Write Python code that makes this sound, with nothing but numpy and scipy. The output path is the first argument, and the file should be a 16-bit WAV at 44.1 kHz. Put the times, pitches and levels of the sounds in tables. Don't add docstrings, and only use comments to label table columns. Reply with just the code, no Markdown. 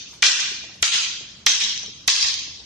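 import sys
import numpy as np
from scipy import signal
from scipy.fft import rfft, irfft
from scipy.io import wavfile
from scipy.ndimage import uniform_filter1d, map_coordinates

SR = 44100
rng = np.random.default_rng(int(sys.argv[2]) if len(sys.argv) > 2 else 0)


def put_to_file(sound):
    columns = np.atleast_2d(sound).T
    safe = np.clip(columns, -1, 1)
    whole_steps = np.round(safe * 32767)
    wavfile.write(sys.argv[1], SR, whole_steps.astype(np.int16))


def gain_from_decibels(decibels):
    exponent = np.asarray(decibels, float) / 20
    return 10 ** exponent


N = 116865


def curve(table, hz):
    t = np.array(table, float)
    return np.interp(np.log(np.maximum(hz, 1)), np.log(t[:, 0]), t[:, 1])


def unit(x):
    return x / np.sqrt(np.mean(x ** 2) + 1e-30)


def band(x, hz, octaves):
    f = np.fft.rfftfreq(x.shape[-1], 1 / SR) + 1
    bell = np.exp(-.5 * (np.log2(f / hz) / octaves) ** 2)
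    return irfft(rfft(x) * bell, x.shape[-1])


def pair(noise, like):
    like = np.clip(like, 0, 1)
    shared = np.sqrt((1 + like) / 2) * noise[0]
    return shared + np.sqrt((1 - like) / 2) * noise[1] * np.array([[1], [-1]])


def walk(rate):
    k = int(SR / rate)
    steps = np.repeat(rng.standard_normal(N // k + 1), k)
    return unit(uniform_filter1d(uniform_filter1d(steps, k), k)[:N])


def burst(t, length_s):
    u = np.maximum(t, 0) / length_s
    return u * np.exp(1 - u)


def swell(t, start_s, length_s):
    return np.sin(np.pi * np.clip((t - start_s) / length_s, 0, 1))


def add(out, x, s):
    i = int(round(s * SR))
    x = x[..., max(-i, 0):N - i]
    out[:, max(i, 0):max(i, 0) + x.shape[-1]] += x


# t/s, level/dB, tilt/(dB per octave), treble snap/dB, level of a brief low thump at the same moment/dB
BLOWS = [
    (-.39, -16, -1.5, -30, -60),
    (0.2226, -13, -2.5, -50, -45),
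    (0.8248, -13.5, -1.5, -8.5, -19.5),
    (1.4627, -14.5, -2.5, -15, -33),
    (2.0766, -13, -1, -10.5, -26.5),
]
# f/Hz, width/Hz, level/dB
GRIPS = [
    [(2380, 110, 10), (3110, 260, 3), (3650, 99, 7), (4460, 130, 4), (6250, 460, 7.5)],
    [(1150, 200, -0.5), (1540, 220, 5.5), (1990, 210, 5), (2170, 115, -4), (2400, 66, 9.5), (2735, 50, 6),
     (3490, 170, 2.5), (4830, 420, -4.5), (5330, 290, 1.5)],
    [(1368, 71, 9.5), (1815, 37, -4), (2460, 91, 4.5), (3180, 89, 6), (4320, 110, -1.5), (4740, 49, -3),
     (5500, 600, -6.5), (6600, 230, 4)],
    [(1310, 100, -5), (2950, 140, -1.5), (3200, 280, 6.5), (3800, 210, 6), (4000, 53, -2),
     (4600, 230, -5.5), (4760, 150, 0.5), (5480, 200, 5.5), (6194, 133, 8.5), (6750, 85, -3)],
    [(1070, 176, 7), (1465, 180, -6), (2920, 31, -18), (3590, 65, -12), (3680, 520, 4), (4450, 170, 3.5),
     (5000, 80, 2), (5400, 200, 2), (7700, 200, -3)],
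]
# f/Hz, width/Hz, level/dB
KNOCKS = [
    [(900, 60, -60)],
    [(496, 35, -39), (817, 85, -19), (1495, 83, -24), (1840, 140, -6.5), (2360, 21, -20.5)],
    [(384, 104, -21), (680, 48, -24.5), (1410, 49, -21), (1902, 19, -18)],
    [(900, 100, -16.5), (1194, 64, -14), (1874, 55, -10.5)],
    [(754, 55, -21), (222, 76, -25), (1080, 39, -30), (1970, 70, -19)],
]
# f/Hz, T60/s
HALL_T60 = [(300, 0.63), (700, 0.76), (1400, 0.72), (3000, 0.93), (5500, 0.93), (8000, 0.62), (12000, 0.57)]
# f/Hz, correlation/(0-1)
LIKENESS = [(30, 0.87), (100, 1), (400, 0.7), (600, 0.34), (1000, 0.2), (2000, 0.27), (4000, 0),
            (10000, 0.12)]
CONTACT_S, LOWS_LATE_S = 0.0019, 0.002525
CRACK_DB, NEAR_BODY_DB, NEAR_BODY_HZ = -2, 5.5, 1900
TAIL_DB, BUILD_S, TREBLE_BUILD_S = -2, 0.012, 0.026
SPARSE_DB, SPARSE_FADE_S = 0.5, 0.94
SNAP_S, THUMP_HZ, THUMP_S = 0.0018, 77, 0.0057


def sticks():
    out, t = np.zeros((2, N)), np.arange(1 << 15) / SR - .01
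    age = np.maximum(t, 0)
    for (s, db, tilt_db, snap_db, thump_db), grip, modes in zip(BLOWS, GRIPS, KNOCKS):
        clumps = unit(uniform_filter1d(rng.standard_normal(t.shape), size=60))
        noise = rng.standard_normal((2, len(t))) * gain_from_decibels(SPARSE_DB * clumps * np.exp(-age / SPARSE_FADE_S))
        near = rng.standard_normal((2, len(t)))
        x = 0
        for hz in 250 * 2 ** np.arange(0, 6, .5):
            like = curve(LIKENESS, hz)
            if hz < 9000:
                build = 1 - np.exp(-age / BUILD_S)
            else:
                build = 1 - np.exp(-(age / TREBLE_BUILD_S) ** 2)
            tail = build * gain_from_decibels(TAIL_DB - 60 * age / curve(HALL_T60, hz))
            late_s = LOWS_LATE_S * np.clip(np.log2(6000 / hz), 0, 2)
            body_db = NEAR_BODY_DB * np.exp(-np.log2(hz / NEAR_BODY_HZ) ** 2)
            crack = burst(t - late_s, CONTACT_S) * gain_from_decibels(CRACK_DB + body_db)
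            x = x + band(pair(noise, like) * tail + pair(near, like + 0.41) * crack, hz, 0.25)
        x = wood(x, grip, tilt_db) * 3.47
        snap = band(pair(near, 0) * np.exp(-np.abs(t - .001) / SNAP_S), 12000, 0.68)
        thump = np.cos(2 * np.pi * THUMP_HZ * t) * np.exp(-(t / THUMP_S) ** 2)
        x = x + gain_from_decibels(snap_db) * 1.76 * snap + gain_from_decibels(thump_db) * thump
        add(out, gain_from_decibels(db) * x + knock(modes, t), s - .01)
    return out


# f/Hz, level/(dB per Hz)
CRACK = [(180, -56), (300, -29), (660, -26.5), (1030, -15), (3140, 0), (6270, 3), (9830, -18.5),
         (12500, -28.5), (14000, -78)]
COMB_DB, COMB_HZ = .8, 120


def wood(x, grip, tilt_db):
    f = np.fft.rfftfreq(x.shape[-1], 1 / SR) + 1
    ring_db = sum(db / (1 + (2 * (f - hz) / width) ** 2) for hz, width, db in grip)
    comb = map_coordinates(rng.standard_normal(400), [f / max(COMB_HZ, 60)])
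    gain = gain_from_decibels(curve(CRACK, f) + tilt_db * np.log2(f / 3500))
    cep = irfft(np.log(gain_from_decibels(COMB_DB * comb + ring_db)))
    cep[1:len(f) - 1] *= 2
    cep[len(f):] = 0
    return irfft(rfft(x) * gain * np.exp(rfft(cep)), x.shape[-1])


def knock(modes, t):
    age = np.maximum(t - LOWS_LATE_S, 0)
    phases = rng.uniform(0, 2 * np.pi, (len(modes), 1, 1)) + 0.56 * rng.standard_normal((len(modes), 2, 1))
    onset, out = 1 - np.exp(-age / 0.0015), 0
    for (hz, width, db), phase in zip(modes, phases):
        out = out + gain_from_decibels(db) * np.sin(2 * np.pi * hz * age + phase) * onset * np.exp(-np.pi * width * age)
    return out


# t/s, level/dB, left-right difference/dB, centre f/Hz
ECHOES = [(0.2237, -5.5, -3, 3520), (0.2265, -5, -2, 3200), (0.2294, -2.5, -6, 3000), (0.239, 6, 2, 5300),
          (.2649, 2, -1, 6000), (0.2678, 4, -3, 3370), (0.272, -2.5, 1, 5500), (0.2777, -3, -3, 4800),
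          (.2856, -2, 0, 2700), (0.296, -11, 0, 2600), (.3181, -2, -4, 5650), (0.4052, -16, -11, 5800),
          (0.8275, -6, 26, 4800), (.8289, -27, 9, 5100), (.8317, -30, 0, 2900), (0.844, -6, 3, 4700),
          (.855, -7, 3, 6300), (0.88, -1, 2, 3100), (.9259, -10, 5, 3500), (0.946, -23, 2, 3460),
          (1.051, -22.5, -14, 3800), (1.4651, -9.5, 4, 5040), (1.4664, 4.5, -2, 3400),
          (1.4736, -6.5, 5, 4230), (1.5193, 2.5, 2, 4570), (1.6036, -6, 4, 3700), (1.6047, -6.5, -2, 4770),
          (1.6387, -14, -9, 5960), (1.695, -13, -5, 4500), (1.7775, -17, -17, 3800),
          (1.7939, -35, -6, 4240), (1.8325, -26, -9, 5560), (1.8623, -19, -4, 3800),
          (2.081, -11, -14, 3800), (2.0841, -34, -4, 3280), (2.093, -13, 0, 5800), (2.101, -1, -2, 3800),
          (2.165, -1, -14, 4800), (2.2118, -6, -1, 4600), (2.2272, -7, -10, 4500), (2.2855, -9, -11, 5070),
          (2.3418, -14, -14, 4330)]
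TICK_S, TICK_OCTAVES = 0.00026, .7


def echoes():
    out, t = np.zeros((2, N)), np.arange(2048) / SR - .01
    for s, db, pan_db, hz in ECHOES:
        grip = GRIPS[sum(row[0] < s for row in BLOWS) - 1]
        tick = pair(rng.standard_normal((2, len(t))), 1.0) * burst(t, TICK_S)
        x = band(wood(tick, grip, 0), hz, TICK_OCTAVES)
        mid = np.abs(x.mean(axis=0))
        sides = gain_from_decibels(np.array([[pan_db], [-pan_db]]) / 2)
        add(out, gain_from_decibels(db) * x / mid.max() * sides, s - mid.argmax() / SR)
    return out


# t/s, level/dB, centre f/Hz
STEPS = [(0.129, -52, 900), (0.413, -72, 396), (0.514, -46, 260), (.633, -47.5, 566), (.694, -52, 603),
         (.753, -55, 500), (1.207, -50, 444), (1.832, -49, 560), (1.879, -43.5, 210), (.94, -44.5, 202),
         (2.229, -45, 90), (2.309, -49.5, 70), (2.521, -64, 90), (2.47, -54, 506), (2.60, -51, 490)]
STEP_T60_S = 0.15


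def feet():
    out, t = np.zeros((2, N)), np.arange(1 << 14) / SR
    for s, db, hz in STEPS:
        x = unit(band(pair(rng.standard_normal((2, len(t))), 0.92), hz, 0.73))
        add(out, gain_from_decibels(db) * x * (1 - np.exp(-t / 0.00033)) * gain_from_decibels(-60 * t / STEP_T60_S), s)
    return out


# start t/s, length/s, level/dB
RUSTLES = [
    (0.066, 0.15, -57),
    (0.625, 0.29, -62.5),
    (1.273, 0.2, -62.5),
    (1.807, 0.059, -57),
    (1.893, 0.19, -62),
    (2.136, 0.34, -57.5),
    (2.572, 0.13, -62.5),
]
RUSTLE_HZ, RUSTLE_OCTAVES = 8500, .45


def clothes():
    out, t = np.zeros((2, N)), np.arange(1 << 14) / SR
    for s, length_s, db in RUSTLES:
        x = rng.standard_normal((2, len(t)))
        grains_db = unit(uniform_filter1d(rng.standard_normal(t.shape), size=150))
        x = unit(band(x * gain_from_decibels(grains_db), RUSTLE_HZ, RUSTLE_OCTAVES))
        add(out, gain_from_decibels(db) * x * swell(t, 0, length_s), s)
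    return out


# f/Hz, level/(dB per Hz)
AIR = [(25, -33), (60, -1.5), (120, -4), (220, -4), (400, -13), (800, -18.5), (2000, -18), (7000, -34.5)]
AIR_DB = -52.5


def air():
    out = 0
    for hz in 25 * 2 ** np.arange(0, 8.6, .5):
        x = band(pair(rng.standard_normal((2, N)), curve(LIKENESS, hz)), hz, 0.33)
        out = out + x * gain_from_decibels(curve(AIR, hz) + 1.0 * walk(4.4))
    return unit(out) * gain_from_decibels(AIR_DB)


# start t/s, length/s, level/dB
HUMS = [
    (0.02, 0.12, -88),
    (1.281, 0.18, -53.5),
    (1.548, 0.25, -55),
    (1.846, 0.045, -45.5),
    (2.2, 0.26, -67),
]
DUCT_HZ = 205


def duct():
    t = np.arange(N) / SR
    level = sum(gain_from_decibels(db) * swell(t, s, length_s) for s, length_s, db in HUMS)
    return unit(band(rng.standard_normal(N), DUCT_HZ, 0.1)) * level


def scene():
    return sticks() + echoes() + feet() + clothes() + air() + duct()


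# t/s, duck/dB, hold/s, release/s
DUCKS = [
    (0.208, -4, 0.18, 0.01),
    (0.822, -8.5, 0.095, 0.027),
    (1.465, -6.5, 0.1376, 0.0078),
    (2.074, -9, 0.093, 0.073),
]
DUCK_ATTACK_S = 0.022


def duck(x):
    t, db = np.arange(N) / SR, 0
    for s, duck_db, hold_s, release_s in DUCKS:
        fall = 1 - np.exp(-np.maximum(t - s, 0) / DUCK_ATTACK_S)
        db = db + duck_db * fall * np.clip(1 - (t - s - hold_s) / release_s, 0, 1)
    return x * gain_from_decibels(db)


# f/Hz, level/dB
GATE = [(1500, -110), (5500, -95), (7000, -90), (8500, -70), (10500, -68.5), (12500, -75)]
# f/Hz, level/dB
MASK = [(1500, -28), (6500, -21), (8500, -65), (10500, -42), (12500, -47)]
# f/Hz, chance/spreads
SURVIVE = [(8000, -3), (9500, -.6), (10800, .1), (13000, .6)]
PATCH_DB, PATCH_HZ, SURVIVOR_DB = 2, 283.3, 1.5


def gate(x):
    t = np.arange(N) / SR
    top = x - signal.sosfiltfilt(signal.butter(6, 8000, fs=SR, output="sos"), x)
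    snap = top * sum(np.exp(-((t - row[0] - .004) / .007) ** 4) for row in BLOWS)
    f, when, z = signal.stft(x - snap, SR, "cosine", nperseg=2048)
    power = np.abs(z) ** 2 * 16
    patch = (f / PATCH_HZ).astype(int)
    first, count = np.unique(patch, return_index=True, return_counts=True)[1:]
    db = 10 * np.log10(np.add.reduceat(power, first, axis=1) / count[:, None] + 1e-20)[:, patch]
    chance = rng.standard_normal((2, len(f), z.shape[2]))[:, patch]
    chance = .8 * chance[0] + .6 * chance
    limit = np.maximum(curve(GATE, f)[:, None], db.max(axis=1, keepdims=True) + curve(MASK, f)[:, None])
    gain = gain_from_decibels(PATCH_DB * chance) * np.clip((db + 8 * chance - limit) / 2, 0, 1)
    gain = gain * (10 * np.log10(power + 1e-20) > limit - 3.0)
    luck = np.repeat(rng.standard_normal((len(f), z.shape[2])), 2, axis=1)[patch, :z.shape[2]]
    loudest = db.max(axis=(0, 1))
    luck = luck + 1.8 * (loudest < db.max() - 22) - 1.0 * (loudest > db.max() - 4)
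    gain = gain * (luck > curve(SURVIVE, f)[:, None]) * gain_from_decibels(SURVIVOR_DB * (f > 9500))[:, None]
    gain[:, f < 1200] = 1
    attack = np.min([np.abs(when - row[0]) for row in BLOWS], axis=0) < .0235
    gain[:, (f < 8000)[:, None] & attack] = 1
    return signal.istft(z * gain, SR, "cosine", nperseg=2048)[1][:, :N] + snap


def band_limit(x):
    return signal.sosfilt(signal.butter(12, 14360, fs=SR, output="sos"), x)


CEILING, TOP_HZ = .84, 13150


def record(dry):
    x = duck(dry)
    x = gate(x / (1 + (x / CEILING) ** 4) ** .25)
    x = signal.sosfilt(signal.ellip(6, .3, 30, TOP_HZ, fs=SR, output="sos"), x)
    return band_limit(x)


dry = scene()
out = record(dry)
put_to_file(out)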